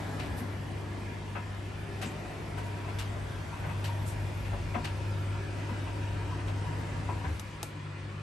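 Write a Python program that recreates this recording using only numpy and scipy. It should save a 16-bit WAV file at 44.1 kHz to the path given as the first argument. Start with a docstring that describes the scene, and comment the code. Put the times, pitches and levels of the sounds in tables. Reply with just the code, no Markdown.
"""Tumble dryer and washing machine

Both run in a small room, heard from a hand-held phone that moves. Their motors hum at multiples of
the mains frequency, over rumbling rollers, fan roar and vent hiss. Laundry drops in the drum, buttons
clack on its steel, cloth swishes and one panel rings near 1 kHz. Near the end come a low bump and
two dry snaps close by, and the noise fades as the phone is lifted away."""
import sys
import numpy as np
from scipy import signal
from scipy.fft import rfft, irfft, next_fast_len
from scipy.io import wavfile
from scipy.ndimage import uniform_filter1d

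SR = 44100
rng = np.random.default_rng(int(sys.argv[2]) if len(sys.argv) > 2 else 0)


def to_wav(s):
    """Save 16-bit WAV."""
    ch = np.atleast_2d(s).T  # columns
    pcm = np.round(np.clip(ch, -1, 1) * 32767)  # PCM
    wavfile.write(sys.argv[1], SR, pcm.astype(np.int16))


N = 362502

# Level changes as the phone is lowered and lifted: t/s, bass/dB, air noise/dB, roar/dB, top hiss/dB
PHONE_MOVES = [(0.0, -7, 3.5, 3, 2.5), (0.3, 1.5, 1, 2.5, 4), (0.6, -3.5, -3, -1.5, -1),
               (0.95, -3, -1.5, 0, -2), (1.4, -2.5, -2, -0.5, -2), (2.9, -0.5, 0, -0.5, 0.5),
               (3.7, 0.5, 0.5, -0.5, 1), (4.1, 1, 0, -1, 4), (4.6, 5.5, 2, 0, -0.5),
               (5.5, 1.5, 1, -0.5, -2.5), (6.7, 2.5, 0.9, 0, -4.5), (7.3, 1, 2.5, 0.5, -1),
               (7.42, 0, -0.5, -5.5, 1), (7.75, -8.5, -5.5, -5.5, -22), (8.22, -8, -6, -6, -23)]


def motors():
    """Magnetic pull makes tones at multiples of the mains frequency; the load makes them waver."""
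    # tones the cabinets give off: multiple of the mains, level above the roar/dB, waver/dB
    cabinet_tones = [(5, -23.5, 5), (6, -19, -2.5), (7, -13, 2), (8, -23.5, 6.5)]
    # hum at twice the mains, as the phone crosses the room's standing waves: t/s, level/dB
    main_hum = [(0.0, -40), (0.8, -41), (1.3, -44), (1.7, -40.5), (2.25, -44.5), (3.05, -38.5), (3.4, -42),
                (3.75, -38.5), (4.2, -36), (4.9, -39.5), (5.27, -35), (5.55, -40), (6.05, -36.5),
                (7.17, -39), (7.42, -45), (7.8, -46), (8.1, -43.5), (8.22, -43.5)]
    # blurred overtones: t/s, third multiple/dB, fourth multiple/dB
    overtones = [(0.0, -60, -61), (0.7, -51, -54), (1.35, -57.5, -52.5), (2.5, -49.5, -54.5),
                 (2.85, -68, -54.5), (3.8, -47, -61), (4.5, -50.5, -64), (4.95, -46, -57), (5.7, -53, -62),
                 (6.9, -47, -65), (7.39, -54, -56), (7.8, -47.5, -62), (8.22, -50.5, -55)]
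    mains_hz, roar_db = 49.95, -44.5 + curve(PHONE_MOVES, 3)
    turns = mains_hz * np.arange(N) / SR
    tones = [(2, curve(main_hum, 1), 1.3)]
    tones += [(k, db + roar_db, waver_db) for k, db, waver_db in cabinet_tones]
    hum = np.zeros(N)
    for k, db, waver_db in tones:
        level = gain_of(db + waver_db * wander(9))
        hum += np.sqrt(2) * level * np.sin(2 * np.pi * k * (turns + 0.03 * wander(3)))
    for k, width_hz, column in ((3, 13, 1), (4, 6, 2)):
        band = evened(resonate(rng.standard_normal(N), k * mains_hz, width_hz))
        hum += gain_of(curve(overtones, column)) * steadied(band, 0.6)
    return hum * panned(0.99)


def rollers_and_fan():
    """Drum rollers rumble, the steel cabinets roar with the fan, and air rushes and hisses in the vent."""
    # the tone colour of each noise: f/Hz, level/dB
    rumble = [(25, -49), (34, -33), (44, 3.5), (60, 1.5), (80, 3), (108, -1), (125, -5.5), (170, -8.5),
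              (230, -20), (400, -64)]
    roar = [(88, -19.5), (150, -1.5), (183, -10.5), (297, -5), (345, -7), (388, -7.5), (490, -12),
            (555, -8.5), (808, -11.5), (955, -13.5), (1100, -25), (1430, -48), (2420, -120)]
    rush = [(600, -37), (1000, 1), (1350, -3.5), (1700, 0.5), (2400, -3), (3000, -5), (3800, -11),
            (6000, -21)]
    hiss = [(2000, -29), (3500, -6.5), (4500, 0), (6000, -2), (7000, -3.5), (9300, 3.5), (10200, -10),
            (11000, -50)]
    top_hiss = [(9500, -60), (10300, 5), (11500, 1), (13000, -25.5)]
    bass_db, air_db, roar_db, top_db = (curve(PHONE_MOVES, column) for column in (1, 2, 3, 4))
    tumbling = wander(12)  # the load shakes every cabinet at once
    return (room_noise(rumble, 0.5, -1.5, 4096) * gain_of(-46 + bass_db)
            + room_noise(roar, 0.5, 1.6, 2048) * gain_of(-44.5 + roar_db + 0.65 * tumbling)
            + room_noise(rush, 1.5, 1.7, 2048) * gain_of(-48.5 + 0.38 * air_db + 0.25 * tumbling)
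            + room_noise(hiss, 2, 0.5, 1024) * gain_of(-59.5 + 0.83 * air_db + 0.3 * tumbling)
            + room_noise(top_hiss, 2.5, 1, 1024) * gain_of(-68 + top_db + 0.48 * tumbling))


def laundry_drops():
    """Falling laundry rings the drum, then the cabinet booms; harder items sound brighter."""
    # blows: t/s, peak/dB, boom/dB, brightness/(dB per octave), pitch favoured by the spot hit/Hz
    blows = [(0.188, -54, -50, 6, 2024), (0.389, -62, -35, 5, 2024), (1.349, -33.5, -56, -1, 1390),
             (2.019, -35.5, -36.5, 1, 640), (2.297, -44.5, -54, -2, 720), (2.573, -37.5, -46, -1.5, 645),
             (2.874, -40.5, -50, -2, 1000), (3.156, -42, -55, -14, 550), (3.637, -40, -48, -3, 1900),
             (3.688, -40, -49, 1, 2400), (4.522, -37, -55, -5.5, 750), (4.741, -29, -32.5, -1.5, 745),
             (5.687, -43, -38, 1, 968), (5.87, -43, -54, 1, 850), (6.379, -43, -52, 1, 550),
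             (6.483, -40.5, -49, -8, 700), (7.081, -38, -52, -7, 720), (7.236, -36.5, -55, -2, 1570)]
    # the drum's resonances: f/Hz, width/Hz, level/dB
    drum_modes = [(425, 120, -1), (603, 110, 5), (723, 105, 8.5), (974, 170, 11), (1287, 120, 7),
                  (1560, 220, 8.5), (1990, 420, 8.5), (2570, 290, 6), (3330, 170, -3.5)]
    boom_hz, boom_lag_s = 239.4, 0.018
    out = np.zeros((2, N))
    for start, db, boom_db, tilt_db, spot_hz in blows:
        blow, shape = burst(0.013, t60=0.17, rise=0.0063, likeness=0.21)
        wall = 0
        for hz, width, mode_db in drum_modes:
            favour_db = 4.5 / (1 + (np.log2(hz / spot_hz) / 0.14) ** 2)
            level = gain_of(mode_db + tilt_db * np.log2(hz / 1000) + favour_db)
            wall += level * struck(resonate(blow, hz, width), shape)
        wall *= np.linalg.norm(shape) / np.linalg.norm(wall[0])
        add(out, start, gain_of(db) * wall * panned(6))
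        blow, shape = burst(0.0045, t60=0.23, rise=0.0042)
        boom = 0.48 * evened(resonate(blow[0], boom_hz, width=160))
        boom += 0.67 * np.sin(2 * np.pi * boom_hz * np.arange(len(boom)) / SR)  # its lowest note
        add(out, start + boom_lag_s, gain_of(boom_db) * struck(boom, shape) * panned(2.1))
    return out


def button_clacks():
    """Buttons and zips scrape the steel drum, which rings; the treble dies away first."""
    # clacks: t/s, peak/dB, brightness/(dB per octave), time to fade 60 dB/s
    clacks = [(0.1932, -39, -7.5, .24), (0.253, -49, -7, .24), (0.378, -45.5, 1, .15),
              (2.014, -37, -2.5, 0.27), (2.572, -49, -2, 0.36), (2.885, -48, -7, .24),
              (2.9849, -36.5, -2, 0.24), (3.84, -37, -3, 0.24), (4.449, -46, -22, 0.21),
              (4.8415, -35, -5.5, .22), (6.475, -45, -5.5, 0.18)]
    # where the steel rings: f/Hz, width/Hz, boost/dB
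    steel_modes = [(2270, 1400, 4), (2850, 330, 3.5), (4250, 920, 4), (5270, 230, 0.5), (8450, 430, 3),
                   (11400, 300, 4.5)]
    out = np.zeros((2, N))
    for start, db, tilt_db, t60 in clacks:
        scrape, shape = burst(0.015, t60, rise=0.0017)
        size = len(shape)
        bounces = evened(uniform_filter1d(rng.standard_normal(size), size=60))
        spectrum = rfft(scrape * gain_of(2.2 * bounces))
        hz = np.fft.rfftfreq(size, 1 / SR)
        spectrum *= gain_of(peaks_db(steel_modes, hz) + tilt_db * np.log2(np.maximum(hz, 2500) / 4000))
        spectrum *= hz ** 2 / (hz ** 2 + 120 ** 2)  # cuts the deep bass
        dull = 1 / (1 + (hz / 5500) ** 4)
        low, high = irfft(spectrum * dull, size), irfft(spectrum * (1 - dull), size)
        clack = np.std(low) * struck(low, shape) + np.std(high) * struck(high, shape ** 1.8)
        add(out, start, gain_of(db) * clack / np.std(low + high) * panned(3.5))
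    return out


def drum_panel():
    """One panel sings softly, driven by fan noise, and rings out when it is tapped."""
    # the singing: t/s, level/dB
    singing = [(0.0, -64), (1.0, -61), (2.2, -69), (2.6, -55), (3.6, -56), (4.1, -51.5), (4.6, -58),
               (4.9, -54), (5.5, -55.5), (6.2, -53), (6.9, -50.5), (7.3, -60), (7.5, -58), (8.22, -68)]
    # taps: t/s, peak/dB, f/Hz
    taps = [(3.518, -41, 947), (3.639, -51, 906), (3.687, -48, 925), (3.744, -51, 976), (3.88, -40, 943),
            (5.343, -45.5, 943), (5.69, -45, 977), (5.868, -46, 900), (6.198, -45, 927), (6.267, -50, 930),
            (6.312, -43, 1000), (6.65, -41.5, 967), (7.082, -37, 975), (7.118, -46, 976), (7.161, -48, 952),
            (7.205, -47, 944), (7.237, -44, 970), (7.274, -49, 913)]
    note = evened(resonate(rng.standard_normal((2, N)), hz=949.3, width=39))
    out = steadied(note, 0.5) * gain_of(curve(singing, 1) + 3.5 * wander(16))
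    t = np.arange(round(0.15 * SR)) / SR
    shape = envelope(t, hold=0.022, t60=0.09, rise=0.006)
    for start, db, hz in taps:
        rattle = evened(resonate(rng.standard_normal(len(t)), hz, width=210))
        overtone = evened(resonate(rng.standard_normal(len(t)), hz=2520, width=280))
        ring = 1.14 * np.sin(2 * np.pi * hz * t) + 0.66 * rattle + 0.2 * overtone
        add(out, start, gain_of(db) * struck(ring, shape) * panned(5.9))
    return out


def dry_snaps():
    """A sharp crack rings a small hollow body and leaves a faint tail in the room."""
    # snaps: t/s, peak/dB, fade/s, tail/dB, tail fade/s, hollow ring/dB, high ring/dB, pan/dB
    snaps = [(7.3957, -34, 0.03, -43, 0.11, -46, -38, 10),
             (7.6295, -21.5, 0.021, -39, 0.24, -36.5, -35, 4.5)]
    # the body's hollow and high notes: f/Hz, level/dB, time to fade 60 dB/s
    hollow_modes = [(490, -5, .045), (660, -2, .05), (840, -1, 0.045)]
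    high_modes = [(1460, -18, .03), (2870, -5.5, 0.03), (3800, -5.5, .03), (6100, -5, .025)]
    out = np.zeros((2, N))
    t = np.arange(round(0.06 * SR)) / SR
    hollow, high = (sum(gain_of(db - 60 * t / t60) * np.sin(2 * np.pi * hz * t) for hz, db, t60 in modes)
                    for modes in (hollow_modes, high_modes))
    spike = gain_of(-5) * np.exp(-t[:8] / 0.00004)  # sharpens the first instant
    brighten = [1, -0.3]
    for start, db, t60, tail_db, tail_t60, hollow_db, high_db, pan_db in snaps:
        crack, shape = burst(0.00066, t60, rise=0.00042, likeness=0.19)
        crack = struck(signal.lfilter(brighten, [1], crack), shape)
        add(out, start, gain_of(db) * crack * panned(pan_db))
        add(out, start, gain_of(db) * spike * panned(pan_db))
        tail, shape = burst(0.004, tail_t60, rise=0.0012, likeness=0.23)
        add(out, start, gain_of(tail_db) * signal.lfilter(brighten, [1], tail) * shape)
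        add(out, start + 0.002, gain_of(hollow_db) * hollow * panned(pan_db))
        add(out, start, gain_of(high_db) * high * panned(pan_db))
    return out


def cloth_swishes():
    """Sliding cloth makes soft swells of high noise."""
    # swishes: t/s, level/dB, rough length/s, f/Hz, width/Hz
    swishes = [(0.358, -37, 0.049, 11200, 4030), (2.045, -39, 0.049, 7550, 2000),
               (2.62, -50, 0.068, 10500, 3000), (4.054, -34.5, 0.058, 8800, 5170)]
    out = np.zeros((2, N))
    for start, db, length, hz, width in swishes:
        rub, shape = burst(length / 2, t60=3 * length, rise=0.052, likeness=0.08)
        add(out, start, gain_of(db) * evened(resonate(rub, hz, width)) * shape)
    return out


def low_bump():
    """One short swell of a low tone."""
    start_s, length_s, hz = 7.24, 0.13, 78
    out = np.zeros((2, N))
    t = np.arange(round(length_s * SR)) / SR
    swell = gain_of(-30.5) * np.sin(np.pi * t / length_s)
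    add(out, start_s, swell * np.sin(2 * np.pi * hz * t) * panned(0.9))
    return out


def sparkles():
    """The brightest contacts add a faint wisp of noise above the hiss."""
    # wisps: t/s, peak/dB, rise/s, hold/s, f/Hz, width/Hz
    wisps = [(0.36, -69, .02, .035, 14200, 2500), (4.058, -69, .015, 0.046, 15000, 900),
             (4.84, -75, .005, .01, 14300, 2500), (7.629, -57, .0005, .004, 14300, 2500)]
    out = np.zeros((2, N))
    for start, db, rise, hold, hz, width in wisps:
        wisp, shape = burst(hold, t60=2 * rise + hold / 2, rise=rise)
        band = signal.butter(6, [hz - width / 2, hz + width / 2], "bandpass", fs=SR, output="sos")
        add(out, start, gain_of(db) * struck(signal.sosfilt(band, wisp[:1]), shape) * panned(0.5))
    return out


def room_noise(colour, patchy_db, ripple_db, size):
    """Noise from all around, with brief patches and narrow room peaks that drift as the phone moves."""
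    # how alike left and right are: f/Hz, likeness (limited to -1..1 below)
    alike = [(60, 1), (130, 0.84), (280, 0.79), (590, 0.17), (1260, 0.15), (2710, 0.0015), (5800, 0.26),
             (12400, -1.41)]
    # how much louder the left is: f/Hz, level/dB
    left_louder = [(40, 0.5), (110, 2.5), (360, 2), (640, 2), (1160, 2.5), (2100, -1), (3800, 4),
                   (6870, 4.5), (9000, 0)]
    # how far the left runs ahead: f/Hz, phase/rad
    left_ahead = [(60, -0.091), (950, 0.1), (2760, 0.86), (7500, -0.9), (12600, 0.8)]
    # faint ringing of the air path: f/Hz, width/Hz, boost/dB
    duct_modes = [(1366, 47, 6), (2436, 34, 5)]
    hop, hz = size // 4, np.fft.rfftfreq(size, 1 / SR)
    a, b, c, d, patches, ripple = rng.standard_normal((N // hop + 5, len(hz), 6), dtype=np.float32).T
    patches = evened(uniform_filter1d(uniform_filter1d(patches, 10, 0), 8, 1))
    ripple = evened(uniform_filter1d(uniform_filter1d(ripple, 3, 0), SR // hop, 1))
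    likeness = np.clip(at_pitch(alike, hz), -1, 1)[:, None]
    left = a + 1j * b
    right = likeness * left + np.sqrt(1 - likeness ** 2) * (c + 1j * d)
    right *= np.exp(-1j * at_pitch(left_ahead, hz))[:, None]
    lean = gain_of(at_pitch(left_louder, hz) / 2)[:, None]
    colour_db = (at_pitch(colour, hz) + peaks_db(duct_modes, hz))[:, None]
    level = gain_of(colour_db + patchy_db * patches + ripple_db * ripple)
    spectra = np.array([left * lean, right / lean]) * level
    out = signal.istft(spectra, nperseg=size, noverlap=size - hop)[1][:, :N]
    return out / np.sqrt(np.mean(out.mean(0) ** 2))


def stereo_colour(x, shared_colour):
    """Colours what left and right share, and separately what differs between them."""
    # bass cut and treble gaps in the part that differs: f/Hz, gain/dB
    apart_colour = [(25, -21), (40, 4.5), (8200, -7), (8450, -35), (8800, -35), (9100, -10.5),
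                    (11400, -13.5), (11800, -58), (13000, -50)]
    size = next_fast_len(N + SR)
    hz = np.fft.rfftfreq(size, 1 / SR)
    left, right = rfft(x, size)
    shared = (left + right) / 2 * gain_of(at_pitch(shared_colour, hz))
    apart = (left - right) / 2 * gain_of(at_pitch(apart_colour, hz))
    return irfft(np.array([shared + apart, shared - apart]), size)[:, :N]


def burst(hold, t60, rise, likeness=0.2):
    """Stereo noise for one contact and, separately, its loudness shape."""
    pair = rng.standard_normal((2, SR // 2))[:, :round((hold + t60) * SR)]
    pair[1] = likeness * pair[0] + np.sqrt(1 - likeness ** 2) * pair[1]
    return pair, envelope(np.arange(pair.shape[1]) / SR, hold, t60, rise)


def envelope(t, hold, t60, rise):
    """A loudness shape that rises and, after hold seconds, fades by 60 dB every t60 seconds."""
    return (1 - np.exp(-t / rise)) * gain_of(-60 * np.maximum(t - hold, 0) / t60)


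def struck(x, shape):
    """Gives x a loudness shape, with the same energy whatever the noise happens to do."""
    return x * shape * np.sqrt(np.sum(shape ** 2) / np.mean(np.sum((x * shape) ** 2, -1)))


def resonate(x, hz, width):
    """Keeps a band around hz: shifts it down to zero, smooths and shifts back, twice over."""
    turn = np.exp(2j * np.pi * hz * np.arange(x.shape[-1]) / SR)
    pole = np.exp(-np.pi * width / SR)
    for _ in range(2):
        x = 2 * (turn * signal.lfilter([1 - pole], [1, -pole], x / turn)).real
    return x


def steadied(x, share):
    """Evens out the swells of a narrow band of noise; share runs from 0 (off) to 1 (strong)."""
    swells = np.abs(signal.hilbert(x, next_fast_len(N))[..., :N])
    return evened(x / (swells + 0.1) ** share)


def wander(top_hz):
    """A slow random drift of typical size 1."""
    t = np.arange(0, N, 64) / SR
    slow = sum(np.sin(2 * np.pi * (f * t + rng.random())) / np.sqrt(f)
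               for f in np.geomspace(0.5, top_hz, 24))
    return np.interp(np.arange(N) / SR, t, evened(slow))


def peaks_db(modes, hz):
    """The peaks that resonances add to a spectrum."""
    return sum(db / (1 + ((hz - mode_hz) / width) ** 2) for mode_hz, width, db in modes)


def at_pitch(points, hz):
    """Reads a table along a logarithmic frequency axis."""
    f, value = np.transpose(points)
    return np.interp(np.log(hz + 1), np.log(f + 1), value)


def curve(table, column):
    """One column of a time table, sample by sample."""
    rows = np.array(table)
    return np.interp(np.arange(N) / SR, rows[:, 0], rows[:, column])


def add(mix, start_s, sound):
    """Mixes in a stereo sound."""
    part = mix[:, round(start_s * SR):][:, :sound.shape[1]]
    part += sound[:, :part.shape[1]]


def panned(pan_db):
    """Left and right gains; positive is to the left."""
    return gain_of([[pan_db / 2], [-pan_db / 2]])


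def evened(x):
    """Scales to an average level (rms) of 1."""
    return x / np.sqrt(np.mean(x ** 2) + 1e-20)


def gain_of(db):
    """Decibels to amplitude."""
    return 10 ** (np.asarray(db) / 20)


def scene():
    """All the sources as they reach the phone."""
    # bass cut and treble gaps in the steady sound both sides share: f/Hz, gain/dB
    steady_colour = [(25, -18), (40, 2.5), (9400, -2.5), (9750, -6), (10250, -53), (10600, -9), (11000, 1),
                     (11800, -3), (12200, -34), (12500, -60)]
    # shallower treble gaps for the hits: f/Hz, gain/dB
    hit_colour = [(40, 1.5), (9400, -2.5), (10150, -23), (10900, -1.5), (11800, -1.5), (12300, -11),
                  (12700, -36), (13100, -70)]
    hits = button_clacks() + dry_snaps() + laundry_drops() + drum_panel() + cloth_swishes() + low_bump()
    steady = motors() + rollers_and_fan()
    return stereo_colour(steady, steady_colour) + stereo_colour(hits, hit_colour) + sparkles()


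def record(dry):
    """Cuts the treble above 16 kHz."""
    low_pass = signal.firwin(511, 16000, window=("kaiser", 9), fs=SR)
    return signal.oaconvolve(dry, low_pass[None], "same")


dry = scene()
out = record(dry)
to_wav(out)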